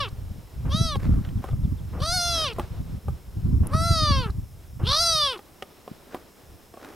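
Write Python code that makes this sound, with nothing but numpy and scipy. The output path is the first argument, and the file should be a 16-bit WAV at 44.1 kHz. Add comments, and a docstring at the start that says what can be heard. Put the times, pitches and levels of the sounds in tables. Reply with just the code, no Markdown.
"""Kitten on a fence

A kitten meows five times on a wooden fence outdoors, close to the microphone: harmonics and puffs
of air from the vocal folds excite resonances, and the pitch arches as the mouth opens and shuts.
Wind is filtered noise with pressure pulses, one of them a low thump; dull knocks, and bursts as two
meows end, are sums of decaying modes and noise. Shaped noise gives scuffs, an outdoor wash and
microphone hiss; a far bird whistles falling glides."""
import sys
import numpy as np
from scipy import signal
from scipy.fft import rfft, irfft, next_fast_len
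from scipy.io import wavfile
from scipy.ndimage import uniform_filter1d

SR = 44100
rng = np.random.default_rng(int(sys.argv[2]) if len(sys.argv) > 2 else 0)


def unload_audio(sound):
    """Save the sound as a 16-bit wav file, at the path given as the first command line argument."""
    columns = np.transpose(np.atleast_2d(sound))
    # keep every value between -1 and 1, then stretch to whole-number steps
    steps = np.round(np.clip(columns, -1, 1) * 32767)
    wavfile.write(sys.argv[1], SR, steps.astype(np.int16))


N = 306495
TIME = np.arange(N) / SR
EDGE_HZ = 15900  # upper limit of the band

# Outdoor wash, spectrum: frequency_hz, relative_level_db
WASH_SPECTRUM = [(30, 2), (120, 0), (330, 4), (700, -2.5), (1200, -7), (2000, -13.5), (4000, -14.5),
                 (9000, -31), (16000, -58)]
# Outdoor wash, level about which it wavers: time_s, level_db
WASH_LEVEL = [(0, -54), (1.7, -54.5), (2.6, -49), (3.25, -55.5), (4.65, -57.5), (5.6, -52.5), (6.5, -54),
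              (6.95, -53.5)]
# Microphone hiss, spectrum: frequency_hz, relative_level_db
HISS_SPECTRUM = [(300, -38), (2000, 5.5), (4600, -2.5), (5200, 13), (5900, 5.5), (9000, 5.5), (12300, 6),
                 (13000, 9), (13700, 5), (16000, 4.5)]

# Falling chirps of a far bird: start_s, level_db
CHIRPS = [(1.368, -61), (1.5, -58), (1.635, -58), (1.775, -57), (1.918, -65)]
CHIRP_START_HZ, CHIRP_END_HZ, CHIRP_S = 3950, 2950, .028

# Breeze and gusts, before lumpiness and a common trim: start_s, length_s, level_db
GUSTS = [(0, 5.3, -48), (0, 0.39, -38.5), (.65, .34, -25.5), (1.07, 0.13, -19.5), (1.26, 0.14, -30),
         (1.53, 0.21, -28), (1.8, 0.39, -34), (2.25, .4, -37), (2.72, 0.019, -33), (2.8, 0.019, -27.5),
         (2.92, 0.036, -25.5), (3.09, 0.045, -29), (3.37, 0.022, -30), (3.47, 0.19, -24),
         (3.75, 0.46, -26.5), (4.2, 0.24, -33), (4.8, 0.1, -31.5), (4.95, 0.31, -44), (5.3, 1.65, -64),
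         (6.5, 0.025, -44.5), (6.78, .17, -65)]
GUST_RISE_S, GUST_FALL_S = 0.036, 0.018
# Wind rumble, spectrum: frequency_hz, relative_level_db
RUMBLE_SPECTRUM = [(15, -8), (35, -1.5), (70, 6), (115, 1), (190, -10), (300, -82), (500, -79),
                   (1000, -39.5), (3000, -74)]
# Higher flutter of strong gusts, spectrum: frequency_hz, relative_level_db
FLUTTER_SPECTRUM = [(60, -23), (170, 3.5), (280, -3), (450, -21.5), (900, -42), (3000, -80)]
# Strong eddies slapping the microphone, and at 5.917 a low thump, all before soft saturation:
# centre_s, peak_db, frequency_hz
BUFFETS = [(0.667, -15.5, 106), (0.75, -8.5, 143), (0.814, -5.5, 114), (1.095, -7.5, 160),
           (1.122, -7.5, 116), (1.654, -9.5, 98), (2.02, -14.5, 101), (2.164, -22, 105), (3.752, -7, 141),
           (3.911, -5, 102), (4.109, -10.5, 165), (4.263, -18, 128), (4.396, -20.5, 82),
           (4.839, -10.5, 107), (5.917, -26.5, 188)]
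# Small random eddies: mean rate, peak over the gust level, and a reference frequency,
# from which they spread further down than up
EDDIES_PER_S, EDDY_DB, EDDY_HZ = 9.2, 6.5, 114
WIND_LIMIT = .33  # pressure at which the wind saturates softly

# Rustles of shoes and clothes, or scuffs on the ground, before graininess: start_s, length_s, level_db
SCUFFS = [(1.03, 0.025, -40), (1.1, .18, -50), (1.44, 0.055, -44.5), (2.37, 0.047, -38.5),
          (2.6, 0.009, -42), (6.14, 0.016, -42.5), (6.82, 0.11, -45)]
SCUFF_RISE_S, SCUFF_FALL_S = 0.031, 0.032
# Scuff noise, spectrum: frequency_hz, relative_level_db
SCUFF_SPECTRUM = [(120, -43), (200, -8.5), (262, -1.5), (570, -5), (696, -6), (912, -13), (1220, -6.5),
                  (2650, -21), (15000, -39)]

# Dull knocks of steps and handling; those at .955 and 5.39 are bursts as meows end.
# Levels are before a common trim: start_s, level_db, crack_relative_db
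KNOCKS = [(0.955, -23.5, -9), (1.248, -40.5, 2.5), (1.288, -46, 3), (1.44, -24.5, -16.5),
          (1.488, -32.5, -27), (1.531, -36.5, -23), (2.584, -19, -27), (2.595, -18.5, -12.5),
          (3.082, -27, -21), (5.39, -35.5, -7), (5.623, -26.5, -1), (5.877, -31, -12),
          (6.145, -23.5, -12.5), (6.739, -35.5, -16), (6.772, -34.5, -20), (6.903, -41, -20)]
# Modes of the body, each detuned at random in every knock: nominal_frequency_hz, relative_level_db
KNOCK_MODES = [(230, -1.5), (370, 3), (520, 1), (760, 3), (1130, -0.5), (1450, -13)]
# Noise tail of the body, spectrum: frequency_hz, relative_level_db
KNOCK_TAIL_SPECTRUM = [(100, -61), (300, -10), (550, 2), (800, -6), (1200, 14), (1700, -15), (2500, -41),
                       (8000, -9)]
# Crack of a knock, spectrum: frequency_hz, relative_level_db
CRACK_SPECTRUM = [(800, -24), (1800, 6), (3000, 7), (4000, -3), (6500, -10), (15000, -25)]
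KNOCK_T60_S = 0.045  # time for the modes to fall by 60 dB

# Meows: start_s, end_s, hoarse_onset_s, swell_s, swell_depth_db, fade_factor (mouth and upper rings),
# open_mouth_hz, upper_resonance_factor, then levels at the top of the arch:
# fundamental_db, throat_db, mouth_db, upper_db, sheen_db
MEOWS = [(-.2, 0.089, .04, .05, 0, 0.82, 3380, 0.96, -38, -34.5, -29.5, -35.5, -50),
         (.69, .968, 0.047, 0.034, 7, 1.05, 4260, 1, -40, -38, -33, -35.5, -44.5),
         (1.991, 2.533, 0.06, 0.13, 9.5, 0.25, 4650, 1, -32.5, -33.5, -28.5, -31.5, -35.5),
         (3.708, 4.305, 0.043, 0.29, 15.5, 1.42, 4460, .98, -33.5, -29.5, -28.5, -29, -41),
         (4.828, 5.381, 0.138, 0.26, -2, 0.98, 4800, 0.97, -33, -31.5, -24, -28.5, -34.5)]
# Arch of pitch, one curve a meow: time_s, pitch_hz
PITCHES = [
    [(0.0, 600), (0.034, 539), (0.07, 391.6), (0.085, 391)],
    [(0.7, 519), (0.728, 569), (0.74, 610), (0.772, 640), (0.826, 672.4), (0.882, 647), (0.962, 535)],
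    [(2.0, 477), (2.028, 587), (2.052, 631), (2.146, 738.6), (2.19, 707), (2.324, 678), (2.44, 621),
     (2.462, 567), (2.498, 467), (2.522, 440)],
    [(3.71, 527), (3.716, 536), (3.744, 623), (3.814, 666), (3.894, 679.3), (4.04, 615), (4.216, 504.6),
     (4.244, 462), (4.266, 414.6), (4.284, 391)],
    [(4.85, 381.7), (4.88, 502.5), (4.92, 571), (5.018, 682), (5.102, 664), (5.268, 561), (5.322, 499),
     (5.342, 430), (5.348, 437), (5.364, 368.6)],
]
# Fixed throat resonances: frequency_hz, width_hz, relative_level_db
THROAT_MODES = [(1170, 520, 0), (2150, 380, -19)]
# Resonances that move with the mouth: factor_on_mouth_hz, width_hz, relative_level_db
MOUTH_MODES = [(0.931, 760, 19), (1.13, 820, 13.5)]
# Resonances that rise with the larynx: frequency_hz (at USUAL_HZ, factor 1), width_hz, relative_level_db
UPPER_MODES = [(5070, 700, 8), (6006, 720, 3)]
USUAL_HZ = 650  # reference pitch
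# Fixed high sheen: frequency_hz, width_hz, relative_level_db
SHEEN_MODES = [(8870, 2050, 8.5), (10440, 2000, 4), (11200, 900, 3), (14200, 1100, -20)]
# Air noise in each ring before roughness adds more: throat_share, mouth_share, upper_share, sheen_share
AIR_SHARES = (.008, .035, .11, .32)
# Fades of fundamental, throat, mouth, upper and sheen: loss_db (one octave below the top pitch),
# bend_exponent, start_loss_db, end_loss_db
FADES = [(10.8, 0.66, 6, -1.5), (16, 1.03, 26, -0.5), (26.7, 1.7, 21, 12.5), (38.5, 2.06, 23, 36),
         (30.5, 0.73, 11, 8)]
ATTACK_S, RELEASE_S = 0.014, 0.026  # time constants of the start and end losses
EDGE_S = .005  # shortest start or stop of the voice
# Unsteadiness before roughness adds more: pitch_jitter_share, pitch_wobble_share, shimmer_share
UNSTEADY = (.0015, .004, .03)
UNEVEN_DB = .2  # slow unevenness per harmonic number, up to the 15th
# The throat is loudest where the second harmonic meets its resonance
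THROAT_TUNED_HZ, THROAT_RANGE_HZ, THROAT_GAIN_DB = 579, 59.4, 7.5
# Mouth resonance when shut, exponent of its climb with pitch, its sinking in octaves a second
SHUT_HZ, MOUTH_STEEPNESS, JAW_CLOSING = 2830, 3.2, 0.42
# Roughness 0-1: of the clear voice, most added as it catches, most added as it creaks
CLEAR, ONSET_ROUGH, CREAK_ROUGH = .05, .5, .8
CREAK_HZ, CREAK_RANGE_HZ = 452.4, 26.5
# Brief cracks in the voice: time_s, added_roughness (0-1)
VOICE_CRACKS = [(4.14, 0.03), (4.929, 0.15)]
VOICE_CRACK_S = 0.0074
# Raspy starts of the meows: start_s, length_s, level_db
RASPS = [(0.647, 0.055, -36), (1.923, 0.095, -36), (3.623, 0.105, -37.5), (4.79, 0.065, -35.5)]
# Rasp noise, spectrum: frequency_hz, relative_level_db
RASP_SPECTRUM = [(200, 16.5), (500, 6.5), (1150, 3), (1800, -9.5), (3000, -15.5), (5000, -52), (14000, -49)]
# Soft click in the mouth that ends every meow, spectrum: frequency_hz, relative_level_db
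END_CLICK_SPECTRUM = [(300, -11), (1100, -3), (2800, -17), (4200, 2), (6000, -12), (9500, -11),
                      (15000, -30)]
END_CLICK_DB, END_CLICK_S = -49, .018
# Wet double tick of parting lips: start_s, level_db, frequency_hz
LIP_TICKS = [(3.6705, -23.5, 9800), (3.672, -26, 11000)]


def gain_of(db):
    """Logarithmic level: decibels become an amplitude ratio."""
    return 10 ** (np.asarray(db) / 20)


def evened(x):
    """Normalisation: scales the signal to an rms of 1."""
    return x / np.sqrt(np.mean(x ** 2) + 1e-20)


def add(mix, s, sound):
    """Superposition: adds a sound to the mix in place, from time s."""
    part = mix[max(round(s * SR), 0):][:len(sound)]
    part += sound[:len(part)]


def coloured(x, points):
    """Linear filtering: weights the spectrum by (Hz, dB) points, at rms 1."""
    hz, db = np.transpose(points)
    size = next_fast_len(len(x))
    shape = np.interp(np.log(np.fft.rfftfreq(size, 1 / SR) + 1), np.log(hz), db)
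    filtered = irfft(rfft(x, size) * gain_of(shape), size)
    return evened(filtered[:len(x)])


def noise(points, size):
    """Subtractive synthesis: white noise filtered to the given spectrum."""
    return coloured(rng.standard_normal(size), points)


def wander(rate_hz, size):
    """Random modulation: noise smoothed by a Gaussian low-pass of the given rate, at rms 1."""
    spectrum = rfft(rng.standard_normal(next_fast_len(size + SR)))
    hz = np.linspace(0, SR / 2, len(spectrum))
    return evened(irfft(spectrum * np.exp(-(hz / rate_hz) ** 2)))[:size]


def resonate(x, hz, width):
    """Resonance by frequency shifting: a two-pole low-pass moved to the curve hz, with peak gain 1."""
    turn = np.exp(2j * np.pi * np.cumsum(hz * np.ones(len(x))) / SR)
    r = np.exp(-np.pi * width / SR)
    shifted = signal.lfilter([(1 - r) ** 2], [1, -2 * r, r * r], x / turn)
    return 2 * (turn * shifted).real


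def steady(x):
    """Automatic gain: division by the running rms holds the level at 1."""
    power = uniform_filter1d(uniform_filter1d(x ** 2, size=500), size=500)
    return x / np.sqrt(abs(power) + 1e-12)


def spread(mid, side, side_db):
    """Mid-side stereo: the side signal is added on the left and subtracted on the right."""
    return np.array([mid + gain_of(side_db) * side, mid - gain_of(side_db) * side])


def swells(rows, rise_s, fall_s):
    """Addition of powers: the joint level of events that each rise, hold and decay exponentially."""
    power = 0
    for s, length, db in rows:
        before = np.maximum(s - TIME, 0) / rise_s
        after = np.maximum(TIME - s - length, 0) / fall_s
        power = power + gain_of(db) ** 2 * np.exp(-2 * np.minimum(before + after, 20))
    return np.sqrt(power)


def air():
    """Diffuse noise: a slowly wavering wash from the surroundings with even microphone hiss."""
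    wash_db = np.interp(TIME, *np.transpose(WASH_LEVEL)) + 1.3 * wander(9, N)
    wash = spread(noise(WASH_SPECTRUM, N), noise(WASH_SPECTRUM, N), side_db=-7.5)
    hiss = spread(noise(HISS_SPECTRUM, N), noise(HISS_SPECTRUM, N), side_db=-61)
    return wash * gain_of(wash_db) + gain_of(-59.5) * hiss


def bird():
    """Frequency glide: each chirp is a sine falling linearly in frequency."""
    out, size = np.zeros(N), round(CHIRP_S * SR)
    hz = np.linspace(CHIRP_START_HZ, CHIRP_END_HZ, size)
    chirp = np.sin(2 * np.pi * np.cumsum(hz) / SR) * signal.windows.tukey(size, .6)
    for s, db in CHIRPS:
        add(out, s, gain_of(db) * chirp)
    return out


def pressure_pulse(s, db, hz):
    """Pressure pulse: a push between two dips, centred on time s, with its spectral peak at hz."""
    t = TIME[:2048] - TIME[1024]
    u = (np.pi * hz * t) ** 2
    return s + t[0], gain_of(db) * (1 - 2 * u) * np.exp(-u)


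def wind(lumpy_db=3.5, gust_db=-22, crossing_s=0.00079):
    """Turbulence: lumpy low noise, a flutter that grows with the gusts, eddy pulses and a low thump."""
    gusts = swells(GUSTS, GUST_RISE_S, GUST_FALL_S)
    level_db = 20 * np.log10(gusts)
    level = gusts * gain_of(lumpy_db * wander(33.0, N) + 0.46)
    force = gain_of(.5 * np.minimum(level_db - gust_db, 3))
    mid, side = (level * (noise(RUMBLE_SPECTRUM, N) + gain_of(-8) * force * noise(FLUTTER_SPECTRUM, N))
                 for _ in range(2))
    for row in BUFFETS:
        add(mid, *pressure_pulse(*row))
    for at in np.flatnonzero(rng.random(N) < EDDIES_PER_S / SR):
        eddy_hz = EDDY_HZ * 2 ** rng.uniform(-0.69, 0.35)
        add(mid, *pressure_pulse(TIME[at], level_db[at] + EDDY_DB, eddy_hz))
    mid = WIND_LIMIT * np.tanh(mid / WIND_LIMIT)
    # the eddies drift past the left port first, then the right
    ports = np.array([np.interp(TIME + way * crossing_s / 2, TIME, mid) for way in (1, -1)])
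    return ports + spread(0, side, side_db=-10.0)


def scuff(grain_db=4):
    """Friction: coloured noise with a random grainy level rustles and rubs on the ground."""
    level = swells(SCUFFS, SCUFF_RISE_S, SCUFF_FALL_S) * gain_of(grain_db * wander(195, N) - 2.5)
    return level * spread(noise(SCUFF_SPECTRUM, N), noise(SCUFF_SPECTRUM, N), side_db=-13.5)


def knocks(attack_s=0.0014, tail_db=-19, tail_t60_s=0.078):
    """Modal decay: knocks, and bursts ending two meows, are detuned modes, a noise crack and a tail."""
    out, t = np.zeros(N), TIME[:8192]
    hz, mode_db = np.transpose(KNOCK_MODES)[:, :, None]
    for s, db, crack_db in KNOCKS:
        detune, phase = rng.random((2, len(hz), 1))
        mode_hz = hz * (.88 + .24 * detune)
        modes = gain_of(mode_db) * np.sin(2 * np.pi * (mode_hz * t + phase))
        ring = evened(modes.sum(0)) * gain_of(-60 * t / KNOCK_T60_S)
        tail = noise(KNOCK_TAIL_SPECTRUM, len(t)) * gain_of(tail_db - 60 * t / tail_t60_s)
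        crack = noise(CRACK_SPECTRUM, len(t)) * gain_of(crack_db - 60 * t / (0.58 * KNOCK_T60_S))
        add(out, s, gain_of(db - 1.0) * (ring + tail + crack) * np.minimum(t / attack_s, 1))
    return spread(out, np.roll(out, shift=30), side_db=-19.0)


def hoarseness(t, hz, start, onset_s):
    """Irregular vibration: the voice catches at the start, may crack, and creaks at low pitch."""
    creak = CREAK_ROUGH / (1 + np.exp((hz - CREAK_HZ) / CREAK_RANGE_HZ))
    catch = ONSET_ROUGH * np.exp(-((t - start) / onset_s) ** 2)
    cracks = sum(amount * np.exp(-((t - s) / VOICE_CRACK_S) ** 2) for s, amount in VOICE_CRACKS)
    return np.clip(CLEAR + np.maximum(creak, catch) + cracks, 0, 1)


def folds(hz, rough, rough_jitter=0.046, rough_shimmer=0.66):
    """Quasi-periodic vibration: cycles of the folds, their strength, and a puff of air with each."""
    size = len(hz)
    jitter, wobble, shimmer = UNSTEADY
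    drift = (jitter + rough_jitter * rough) * wander(204, size) + wobble * wander(38.4, size)
    turns = np.cumsum(hz * (1 + drift)) / SR
    strength = 1 + (shimmer + rough_shimmer * rough) * wander(112, size)
    puffs = evened((0.38 + np.exp(-(turns % 1) / 0.071)) * rng.standard_normal(size))
    return turns, strength, puffs


def harmonic_series(t, hz, turns, strength, k):
    """Fourier series: complex harmonics numbered k within the band, with slowly drifting strengths."""
    harmonics = strength * np.exp(2j * np.pi * k * turns) * (k * hz < EDGE_HZ)
    knots = TIME[::3500]
    uneven = np.array([np.interp(t, knots, rng.standard_normal(len(knots))) for _ in k])
    return harmonics * gain_of(UNEVEN_DB * np.minimum(k, 15) * uneven)


def rail_echo(t, harmonic_hz):
    """Comb interference: the rail below throws treble back; notches shift as the head moves."""
    delay_s = .00055 * (1 + .2 * wander(3, len(t)))
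    echo = .5 * np.minimum(harmonic_hz / 5500, 1) ** 2
    return (1 + echo * np.exp(-2j * np.pi * harmonic_hz * delay_s)) / np.sqrt(1 + echo ** 2)


def ring_levels(t, hz, start, end, swell_s, swell_db, fade, top_dbs):
    """Level follows pitch: each ring sets in, fades below the arch's top and stops; two have a swell."""
    octaves_down = np.log2(hz.max() / hz)
    opening, closing = np.exp(-(t - start) / ATTACK_S), np.exp(-(end - t) / RELEASE_S)
    low, throat, mouth, upper, sheen = (
        db - factor * loss_db * octaves_down ** bend - start_db * opening - end_db * closing
        for db, factor, (loss_db, bend, start_db, end_db) in zip(top_dbs, (1, 1, fade, fade, 1), FADES))
    tuned = THROAT_GAIN_DB * np.exp(-((hz - THROAT_TUNED_HZ) / THROAT_RANGE_HZ) ** 2)
    unopened = swell_db * np.maximum(1 - (t - start) / swell_s, 0)
    return low, throat + tuned, mouth - unopened, upper - unopened, sheen


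def meow(pitch, row, hoarse_air=0.6, larynx=0.42):
    """Source and filter: fold harmonics and air excite the throat, moving mouth, upper ring and sheen."""
    start, end, onset_s, swell_s, swell_db, fade, open_hz, upper_factor, *top_dbs = row
    t = np.arange(max(start, 0), end, 1 / SR)
    hz = uniform_filter1d(np.interp(t, *np.transpose(pitch)), size=500, mode="nearest")
    rough = hoarseness(t, hz, start, onset_s)
    turns, strength, puffs = folds(hz, rough)
    k = np.arange(2, 29)[:, None]
    harmonics = harmonic_series(t, hz, turns, strength, k) * rail_echo(t, k * hz)

    low_db, *levels_db = ring_levels(t, hz, start, end, swell_s, swell_db, fade, top_dbs)
    opened_hz = SHUT_HZ + (open_hz - SHUT_HZ) * (hz / hz.max()) ** MOUTH_STEEPNESS
    mouth_hz = opened_hz * 2 ** (JAW_CLOSING * (t[hz.argmax()] - t))
    rise = upper_factor * (hz / USUAL_HZ) ** larynx  # a raised larynx shortens the throat
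    rings = [THROAT_MODES,
             [(factor * mouth_hz, width, db) for factor, width, db in MOUTH_MODES],
             [(f * rise, width, db) for f, width, db in UPPER_MODES],
             SHEEN_MODES]
    power, lag, hiss = 0, 0, 0
    for level_db, modes, air_share in zip(levels_db, rings, AIR_SHARES):
        share = np.clip(air_share + hoarse_air * rough, 0, .95)
        offsets = [(2 * (k * hz - f) / width, db) for f, width, db in modes]
        shape = sum((gain_of(db) / (1 + u * u)) ** 2 for u, db in offsets)
        power = power + gain_of(level_db) ** 2 * (1 - share ** 2) * shape / shape.sum(0)
        # each resonance smears the pulse a little
        lag = lag + sum(np.arctan(u) + np.pi / 2 for u, db in offsets)
        airy = sum(gain_of(db) * resonate(puffs, f, width) for f, width, db in modes)
        hiss = hiss + gain_of(level_db) * share * steady(airy)
    overtones = (np.sqrt(power) * harmonics * np.exp(-1j * lag / np.pi)).real.sum(0)
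    tone = overtones + gain_of(low_db) * np.cos(2 * np.pi * turns)
    edges = np.clip(np.minimum(t - t[0], t[-1] - t) / EDGE_S, 0, 1)
    return t[0], (hiss - np.sqrt(2) * tone) * edges  # root 2 turns rms into peak amplitude


def kitten(tick_decay_s=0.0011):
    """Voiced and transient sources: meows, raspy starts, closing clicks and a double tick of the lips."""
    out = np.zeros(N)
    for pitch, row in zip(PITCHES, MEOWS):
        add(out, *meow(pitch, row))
        size = round(END_CLICK_S * SR)
        click = noise(END_CLICK_SPECTRUM, size) * np.hanning(size)
        add(out, row[1] - END_CLICK_S / 2, gain_of(END_CLICK_DB) * click)
    for s, length, db in RASPS:
        size = round(length * SR)
        add(out, s, gain_of(db) * noise(RASP_SPECTRUM, size) * signal.windows.tukey(size, .3))
    t = TIME[:512]
    for s, db, hz in LIP_TICKS:
        add(out, s, gain_of(db) * np.sin(2 * np.pi * hz * t) * np.exp(-t / tick_decay_s))
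    # the two microphone ports hear the voice slightly out of phase
    return spread(out, signal.hilbert(out).imag, side_db=-19.0)


def scene():
    """Superposition: surroundings, bird, wind, scuffs, knocks and kitten add at the microphone."""
    return air() + bird() + wind() + scuff() + knocks() + kitten()


def record(dry):
    """Band limitation: a linear-phase low-pass filter sets the recorder's upper limit."""
    low_pass = signal.firwin(511, EDGE_HZ, window=("kaiser", 9), fs=SR)
    return signal.oaconvolve(dry, low_pass[None], "same")


dry = scene()
out = record(dry)
unload_audio(out)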